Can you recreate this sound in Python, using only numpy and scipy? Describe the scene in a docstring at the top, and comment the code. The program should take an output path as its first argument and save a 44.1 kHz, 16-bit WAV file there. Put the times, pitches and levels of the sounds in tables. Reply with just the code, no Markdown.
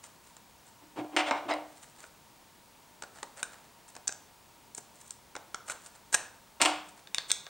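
"""Battery holder fitted into a headlamp

Hands fit a plastic battery holder into a headlamp over a table, close to a camera in a small room.
The holder's clicks are short noise forces on broad resonances plus damped sines for the lamp's tube;
rubs and drags are uneven sliding forces; knocks, drags and a squeal sound as lamp and cap are handled on
the table, which booms and rings. Late on, the cap snaps over its thread. Diffuse tails give the room.
Behind it are a faint fan (a narrow noise band) and the camera's shaped hiss and thin whistle (sines)."""
import sys
import numpy as np
from scipy import signal
from scipy.fft import rfft, irfft, next_fast_len
from scipy.io import wavfile
from scipy.ndimage import uniform_filter1d, map_coordinates

SR = 44100
rng = np.random.default_rng(int(sys.argv[2]) if len(sys.argv) > 2 else 0)


def materialize(psi):
    """Save the field psi as 16-bit PCM at rate SR to the path in sys.argv[1].

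    A 1-D psi becomes a single channel; in a 2-D psi each row is a channel.
    """
    bounded = np.clip(np.atleast_2d(psi).T, -1, 1)
    quanta = np.round(bounded * 32767).astype(np.int16)
    wavfile.write(sys.argv[1], SR, quanta)


N = 330298

# Broad, well damped resonances of the plastic parts, called the hollow, body, snap and tick zones.
# Each row: centre in Hz, width in Hz, t60 of the force in a click in seconds (clicks retune the tick zone).
SHELL_ZONES = [(718, 450, 0.014), (1525, 930, 0.032), (3480, 3030, 0.0059), (8800, 4650, 0.012)]
# Lowest modes of the table top. Each row: frequency in Hz, relative level in dB, t60 in seconds.
TOP_MODES = [(130, -20, .3), (284, -3, .25), (304, 0, .45), (340, -3, .25)]
# Resonances of the lamp touching the table (the cap's are scaled up). Each row: centre in Hz, width in Hz.
CONTACT_ZONES = [(800, 437), (1650, 1700), (2750, 1160), (6600, 6500)]
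# The holder's place in the tube sets two pitches. Each row: time in seconds, tube ring in Hz, tick in Hz.
SEAT_PITCHES = [(3, 1460, 6900), (3.43, 1530, 8400), (4.1, 1575, 6760), (4.75, 1480, 8150),
                (5.55, 1383, 7100), (6.139, 1632, 8270)]
TABLE_ZONES_HZ = [TOP_MODES[2][0]] + [hz for hz, _ in CONTACT_ZONES]  # the top's boom, then the four zones
TOP_HZ = 16400  # upper band limit


def amp(db):
    """Level to amplitude: 20 dB is a factor of ten."""
    return 10 ** (np.asarray(db) / 20)


def unit(x):
    """Normalization: scale to rms 1."""
    return x / np.sqrt(np.mean(x ** 2) + 1e-20)


def along(points, hz):
    """Logarithmic frequency scale: read (Hz, value) points by interpolation."""
    f, v = np.transpose(points)
    return np.interp(np.log(hz + 1), np.log(f + 1), v)


def filtered(x, response):
    """Linear filtering: multiply the spectrum by a response of frequency."""
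    size = next_fast_len(N + SR // 2)
    return irfft(rfft(x, size) * response(np.fft.rfftfreq(size, 1 / SR)), size)[..., :N]


def resonate(x, hz, width_hz):
    """Resonance: a causal band-pass lets a broad zone around hz sound."""
    edges = np.clip([hz - width_hz / 2, hz + width_hz / 2], 60, SR * .49)
    return signal.lfilter(*signal.butter(2, edges, 'bandpass', fs=SR), x)


def add(track, s, sound):
    """Superposition: mix a sound into the track at time s."""
    part = track[max(round(s * SR), 0):][:len(sound)]
    part += sound[:len(part)]


def ping(hz, decay_s, t):
    """Free damped vibration: one decaying mode of energy 1."""
    mode = np.sin(2 * np.pi * hz * t) * np.exp(-t / decay_s)
    return mode / np.linalg.norm(mode)


def contact(forces, levels_db, zones):
    """Forced vibration: a rough contact force drives each resonance up to its own energy."""
    sound = 0
    for force, db, (hz, width_hz, *_) in zip(forces, levels_db, zones):
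        ring = resonate(force * rng.standard_normal(len(force)), hz, width_hz)
        sound = sound + amp(db) * ring / np.linalg.norm(ring)
    return sound


def stroke(length, grain_db, slips_hz, catch_db=0, catches_hz=60):
    """Dry friction: a swell of force, unevened by fast random slips and slower catching and letting go."""
    t = np.arange(int(length * SR)) / SR

    def uneven(hz):
        return map_coordinates(rng.standard_normal(int(length * hz) + 4), [t * hz], order=1)

    swell = np.abs(np.sin(np.pi * t / length))
    return swell * amp(grain_db * uneven(slips_hz) + catch_db * uneven(catches_hz))


def shares(levels_db):
    """Conservation of energy: shift zone levels so that together they hold energy 1."""
    return levels_db - 10 * np.log10(np.sum(amp(levels_db) ** 2))


def shell_levels(db, hardness, colour_db):
    """Contact stiffness: harder contacts favour the higher zones of the shell."""
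    octaves = np.log2([hz for hz, *_ in SHELL_ZONES])
    return db + shares(np.array(colour_db) + hardness * octaves)


def room(x, build_s, blur_hz=380):
    """Diffuse reverberation: a stereo noise tail in which each frequency dies at its own speed."""
    # Reverberation time. Each row: frequency in Hz, t60 in seconds.
    reverb_times = [(200, 1), (530, 0.48), (1400, 0.5), (3700, 0.46), (9700, 0.3)]
    # Spectral balance of the tail. Each row: frequency in Hz, relative level in dB.
    tail_colour = [(150, -2), (600, 10.5), (2000, 1.5), (5000, 2), (9000, 0.5), (13000, 1)]
    hz, t, z = signal.stft(rng.standard_normal((2, SR // 2)), SR, nperseg=256)
    t60 = np.maximum(along(reverb_times, hz), .05)[:, None]
    z = z * 1000 ** (-t / t60) * amp(along(tail_colour, hz))[:, None]
    tail = signal.istft(z, SR, nperseg=256)[1]
    tail *= 1 - np.exp(-np.arange(tail.shape[1]) / SR / build_s)
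    mid, side = tail / np.linalg.norm(tail[0]) * [[1], [amp(-19)]]
    # the walls hear the object from every side, so the notches of any one direction fill in
    lead = SR // 200
    spectrum = rfft(np.pad(x, lead))
    power = np.abs(spectrum) ** 2
    smooth = np.abs(uniform_filter1d(power, int(blur_hz * len(x) / SR) + 1))
    radiated = irfft(spectrum * np.sqrt(smooth / (power + smooth / 20 + 1e-30)))
    return signal.fftconvolve(radiated[None], np.array([mid + side, mid - side]), axes=1)[:, lead:]


def add_in_room(track, s, sound, wet_db, build_s):
    """Direct and reverberant field: mix a sound and its own room tail into both channels."""
    for channel, tail in zip(track, room(sound, build_s)):
        add(channel, s, sound)
        add(channel, s, amp(wet_db) * tail)


def background(hiss_db=-59, fan_db=-69, fan_hz=928, fan_width_hz=70, whistle_db=0):
    """Stationary noise and tones: partly coherent room air and hiss, a fan's narrow whirr, a line whistle."""
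    # Spectrum of air and hiss. Each row: frequency in Hz, relative density in dB (hiss_db sets the total).
    noise_floor = [(15, -27), (30, -10), (80, -6.5), (210, -6), (450, -11), (700, -9), (950, -9),
                   (1600, -15), (4000, -17.5), (8500, -19.5), (11000, -23.5), (15000, -25)]
    # Coherence of the channels. Each row: frequency in Hz, left-right likeness (1 is identical).
    likeness = [(60, 0.64), (180, 0.76), (550, 0.8), (1650, 0.99), (4970, 1), (15000, 0.98)]
    # The camera's line whistle. Each row: frequency in Hz, rms level in dB ahead of the left-right lean.
    whistle_lines = [(15575, -81), (15625, -75), (15675, -82)]

    def mid_side(hz):
        turn = np.arccos(np.clip(along(likeness, hz), -1, 1)) / 2
        return amp(along(noise_floor, hz)) * [np.cos(turn), np.sin(turn)]

    mid, side = filtered(rng.standard_normal((2, N)), mid_side)
    hiss = unit(np.array([mid + side, mid - side]))
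    fan = unit(resonate(rng.standard_normal(N), fan_hz, fan_width_hz))
    t = np.arange(N) / SR
    whistle = 0
    for hz, db in whistle_lines:
        whistle = whistle + amp(db) * np.sqrt(2) * np.sin(2 * np.pi * (hz * t + rng.random()))
    return amp(hiss_db) * hiss + amp(fan_db) * fan + amp(whistle_db) * whistle


def rubs(wet_db=-9):
    """Sliding friction: fingers, strap and holder drive the lamp's shell with an uneven force."""
    # Each row: start in seconds, length in seconds, energy in dB, hardness in dB per octave.
    slides = [(0.028, 0.048, -18.5, 2), (0.221, 0.11, -26.5, 1.5), (.655, 0.05, -27.5, 2),
              (1.587, 0.4, -18.5, 1.8), (1.949, 0.14, -18.5, 0.9), (3.128, .085, -18, -1),
              (3.361, 0.06, -14.5, 0), (3.404, 0.31, -18.5, -0.5), (3.876, 0.03, -23.5, 3.5),
              (4.758, 0.036, -16, 9), (4.934, 0.23, -20, 4.5), (5.658, 0.07, -11.5, 1),
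              (5.697, 0.029, -8.5, 2.5), (5.786, 0.12, -17.5, 3.1), (5.942, 0.027, -25, 0.8),
              (6.122, 0.036, -2, 3.8), (6.843, 0.072, -24, 2), (6.96, 0.077, -25, 0),
              (7.28, 0.041, -13, 3.5)]
    # Energy balance of the hollow, body, snap and tick zones in dB.
    rub_colour = [-1, -0.5, -5, -1.5]
    track = np.zeros((2, N))
    for s, length, db, hardness in slides:
        force = stroke(length, grain_db=5.5, slips_hz=500, catch_db=4.5)
        levels_db = shell_levels(db, hardness, rub_colour)
        rub = contact([force] * len(SHELL_ZONES), levels_db, SHELL_ZONES)
        add_in_room(track, s, rub, wet_db, build_s=0.012)
    return track


def seat(s):
    """Position-dependent resonance: tube ring and tick pitch for the holder's place at time s."""
    when, *pitches = np.transpose(SEAT_PITCHES)
    return [np.interp(s, when, hz) for hz in pitches]


def add_click(track, s, levels_db, rings, wet_db, thud_db, echo_s=0.0097, echo_db=-19, crack_db=-20,
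              thud_hz=410, rise_s=0.00032):
    """Impact of hard plastics: a crack, brief rings (Hz, dB, decay s), a recoil and one echo from the ceiling."""
    t = np.arange(SR // 25) / SR
    forces = [1000 ** (-t / t60) * (1 - np.exp(-t / rise_s)) for _, _, t60 in SHELL_ZONES]
    tick_hz = seat(s)[1]
    # lower ticks ring more narrowly
    tick_width_hz = SHELL_ZONES[-1][1] * (tick_hz / SEAT_PITCHES[-1][-1]) ** 2
    zones = list(SHELL_ZONES[:-1]) + [(tick_hz, tick_width_hz)]
    click = contact(forces, levels_db, zones)
    click += sum(amp(db) * ping(hz, decay_s, t) for hz, db, decay_s in rings)
    click += amp(levels_db[0] + thud_db) * ping(thud_hz, 0.0026, t)  # the whole lamp recoils in the hand
    crack = rng.standard_normal(len(t)) * np.exp(-t / 0.000078)
    click += amp(levels_db[-1] + crack_db) * crack / np.linalg.norm(crack)
    add(click, echo_s, amp(echo_db) * click)
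    add_in_room(track, s, click, wet_db, build_s=0.0017)


def clicks(tube_decay_s=0.0035, thud_db=-6, thud_per_hardness_db=-1.6):
    """Modal excitation: hard catches reach the tube's upper modes, soft pushes make the lamp recoil."""
    # The holder strikes the tube. Each row: start in seconds, energy in dB, hardness in dB per octave,
    # tube ring in dB against the contact.
    catches = [(0.3666, -24, 0.5, -27), (2.0402, -25, -2, 2.5), (3.0223, -13, 0.3, -11),
               (3.0362, -17, -2, -1.5), (3.2294, -9, -0.5, -24), (3.4296, -6, 6, -1.5),
               (3.9522, -23.5, 1, -8), (3.9648, -16.5, -1, -9), (4.0732, -13.5, 3, -13),
               (4.0781, -1, 9, -29.5), (4.0918, -14, -1, 0), (4.1234, -16.5, 4, -11),
               (4.7486, -15.5, 7.5, -29), (4.7788, -16, 9.5, -18), (4.7812, -20, -4.5, -12),
               (5.107, -14, 7.5, -27), (5.353, -15.5, -1.5, -1.5), (5.3639, -12, -1.5, -9),
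               (5.5451, -11.5, 2, 2), (5.6981, -13, 1.5, 2), (6.1276, -13, 0, -6), (6.1428, -1, 2.7, 0),
               (6.1446, 3.5, 4.5, -13), (6.1483, 2, 4.5, -9)]
    # Energy balance of the hollow, body, snap and tick zones in dB.
    click_colour = [2, -0.5, -3, 0]
    # Modes of the tube. Each row: multiple of the tube's ring, level in dB before hardness tilts it.
    tube_modes = [(1, 2), (1.58, -10), (2.4, -15.5)]
    track = np.zeros((2, N))
    for s, db, hardness, ring_db in catches:
        tube_hz = seat(s)[0]
        rings = []
        for ratio, mode_db in tube_modes:
            level_db = db + ring_db + mode_db + hardness * np.log2(ratio)
            rings.append((tube_hz * ratio, level_db, tube_decay_s / ratio))
        levels_db = shell_levels(db, hardness, click_colour)
        recoil_db = thud_db + thud_per_hardness_db * hardness
        add_click(track, s, levels_db, rings, wet_db=-11.5, thud_db=recoil_db)
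    return track


def table_ring(blow):
    """Modal synthesis: the blow is convolved with the table's decaying higher modes."""
    # Each row: frequency in Hz, relative gain in dB, t60 in seconds.
    ring_modes = [(470, 9, .35), (587, 13, .4), (700, 10, .4), (751, 10, .45), (806, 6, .3), (936, 8, .35),
                  (1419, 8, .4), (2154, 6, .3), (2380, 5, .3), (2857, 5, .25)]
    t = np.arange(SR // 2) / SR
    modes = 0
    for hz, db, t60 in ring_modes:
        gain = amp(db) * 2 * np.log(1000) / (t60 * SR)  # evens out the build-up of long and short modes
        modes = modes + gain * np.sin(2 * np.pi * hz * t) * 1000 ** (-t / t60)
    return signal.fftconvolve(blow, modes)


def add_on_table(track, s, force, boom_db, levels_db, wet_db, ring_db, cap_from_s=6, cap_scale=1.05):
    """Coupled vibration: a force makes the plastic sound, the top boom and ring, and the room answer."""
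    t = np.arange(SR // 2) / SR
    scale = cap_scale if s > cap_from_s else 1  # later it is the small cap, which rings higher than the lamp
    blow = contact([force] * len(CONTACT_ZONES), levels_db, scale * np.array(CONTACT_ZONES))
    add_in_room(track, s, blow, wet_db, build_s=0.00071)
    top = sum(amp(db) * np.cos(2 * np.pi * hz * t) * 1000 ** (-t / t60) for hz, db, t60 in TOP_MODES)
    rough_force = force * rng.standard_normal(len(force))
    boom = signal.fftconvolve(resonate(rough_force, 290, 400), top)
    ring = table_ring(blow)
    for channel in track:
        add(channel, s, amp(boom_db) * boom / np.linalg.norm(boom))
        add(channel, s, amp(ring_db) * ring)


def drags(skirt_db_per_octave=8.5, boom_db=4):
    """Selective excitation: lamp and cap skid on the table, loudest in zones near the judder's pitch."""
    # Each row: start in seconds, length in seconds, energy in dB, pitch in Hz about which zones are favoured.
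    skids = [(0.811, 0.036, -19.5, 386), (0.956, 0.066, 3.5, 404), (1.113, 0.073, -1, 342),
             (1.172, 0.05, 4, 1580), (1.252, .056, 0.5, 1050), (1.337, .07, -5.5, 800),
             (1.434, 0.067, -5, 350), (1.481, .054, 6, 736), (6.599, 0.019, 1.5, 970),
             (6.63, 0.033, -3, 1100)]
    track = np.zeros((2, N))
    for s, length, db, judder_hz in skids:
        drive_db = -skirt_db_per_octave * np.abs(np.log2(np.array(TABLE_ZONES_HZ) / judder_hz))
        drive_db[0] += boom_db  # the top booms readily at any pitch
        low_db, *levels_db = db + shares(drive_db)
        force = stroke(length, grain_db=0.5, slips_hz=588)
        add_on_table(track, s, force, low_db, levels_db, wet_db=-9.5, ring_db=-2.5)
    return track


def knock_levels(db, contact_ms, steepness=6):
    """Finite contact time: a blow hardly drives zones that vibrate faster than it lasts."""
    # Levels in dB: the top's boom, then the four contact zones.
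    knock_colour = [-1, -3.5, 1.9, 1, 2.8]
    cycles = np.array(TABLE_ZONES_HZ) * contact_ms / 10 ** 3
    return db + np.array(knock_colour) - 10 * np.log10(1 + cycles ** steepness)


def knocks(blow_s=0.0068, rebound_s=.0031, rattle_db_per_ms=-15, rattle_dulls=1.27):
    """Impact and rebound: one sharp blow, a short flight, then a duller rattle that dies away."""
    # Lamp and cap strike the table. Each row: start in seconds, strength in dB, contact time of the blow
    # in milliseconds, t60 of the rattle in seconds.
    strikes = [(1.046, -4, 2.14, 0.023), (1.1648, -4, 0.2, 0.065), (1.3104, -1, 0.45, 0.019),
               (1.5378, -20, 0.17, 0.0037), (6.6156, -2, 0.058, 0.049), (6.651, -5.5, 0.16, .004),
               (6.6577, -2.5, 0.17, 0.022)]
    track, t = np.zeros((2, N)), np.arange(SR // 20) / SR
    for s, db, contact_ms, rattle_s in strikes:
        rattle_db = db + rattle_db_per_ms + 10 * np.log10(rattle_s * 10 ** 3)  # longer rattles hold more energy
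        blow = (s, blow_s, knock_levels(db, contact_ms))
        rattle = (s + rebound_s, rattle_s, knock_levels(rattle_db, contact_ms * rattle_dulls))
        for start, t60, (boom_db, *levels_db) in (blow, rattle):
            force = 1000 ** (-t / t60)
            add_on_table(track, start, force, boom_db, levels_db, wet_db=-5.0, ring_db=3)
    return track


def squeal(wet_db=-15):
    """Stick-slip squeal: uneven friction as the lamp is lifted drives a few of its narrow resonances."""
    # Start in seconds, length in seconds.
    s, length = (1.493, 0.054)
    # Each row: centre in Hz, width in Hz, energy in dB.
    squeal_modes = [(2030, 240, -4), (3930, 180, -13), (5030, 200, -17.5)]
    track = np.zeros((2, N))
    forces = [stroke(length, grain_db=7, slips_hz=500)] * len(squeal_modes)
    sound = contact(forces, [db for *_, db in squeal_modes], squeal_modes)
    add_in_room(track, s, sound, wet_db, build_s=0.0043)
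    return track


def snaps(cap_hz=3610, cap_db=2, cap_decay_s=0.0013, tube_db=-3, tube_decay_s=0.0028):
    """Impulsive excitation: the cap jumps over its thread and rings briefly, with a little of the tube."""
    # Each row: start in seconds, energy in dB, hardness in dB per octave.
    jumps = [(7.0728, -24.5, -5.5), (7.146, -2.5, 3), (7.183, -4, -1), (7.3006, -15, 4), (7.3052, -7, -1.5),
             (7.3159, 3.5, 9), (7.4663, -18.5, -8.5)]
    # Energy balance of the hollow, body, snap and tick zones in dB.
    snap_colour = [-16.5, -8.5, 0, -7.5]
    track = np.zeros((2, N))
    for s, db, hardness in jumps:
        levels_db = shell_levels(db, hardness, snap_colour)
        _, body_db, snap_db, _ = levels_db
        cap_ring = (cap_hz, snap_db + cap_db, cap_decay_s)
        tube_ring = (seat(s)[0], body_db + tube_db, tube_decay_s)
        add_click(track, s, levels_db, [cap_ring, tube_ring], wet_db=-10.5, thud_db=-29)
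    return track


def scene():
    """Superposition at a stereo microphone: the hands work almost straight ahead, over the background."""
    # Microphone response. Each row: frequency in Hz, gain in dB.
    microphone = [(100, -8), (6500, 0.5), (8400, 3), (9700, -4.5), (11000, -12.5), (16000, -7)]
    # Mismatch of the two microphone ports. Each row: frequency in Hz, side against mid in dB.
    port_mismatch = [(500, -19.5), (2500, -24), (4200, -29), (6300, -6.5), (9000, -23)]
    # The background is stronger on the left. Each row: frequency in Hz, left against right in dB.
    left_lean = [(100, 3), (400, 2.3), (1500, 0.3), (10000, 0.3)]
    handling = rubs() + clicks() + drags() + knocks() + squeal() + snaps()
    handling = filtered(handling, lambda hz: amp(along(microphone, hz)))
    # a quarter-period phase shift (1j) sets the side signal apart from the mid
    side = filtered(handling.mean(axis=0), lambda hz: 1j * amp(along(port_mismatch, hz)))
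    air = filtered(background(), lambda hz: amp(np.outer([.5, -.5], along(left_lean, hz))))
    return handling + np.array([side, -side]) + air


def record(dry):
    """Band limitation: the camera keeps only frequencies below its limit."""
    return filtered(dry, lambda hz: hz < TOP_HZ)


dry = scene()
out = record(dry)
materialize(out)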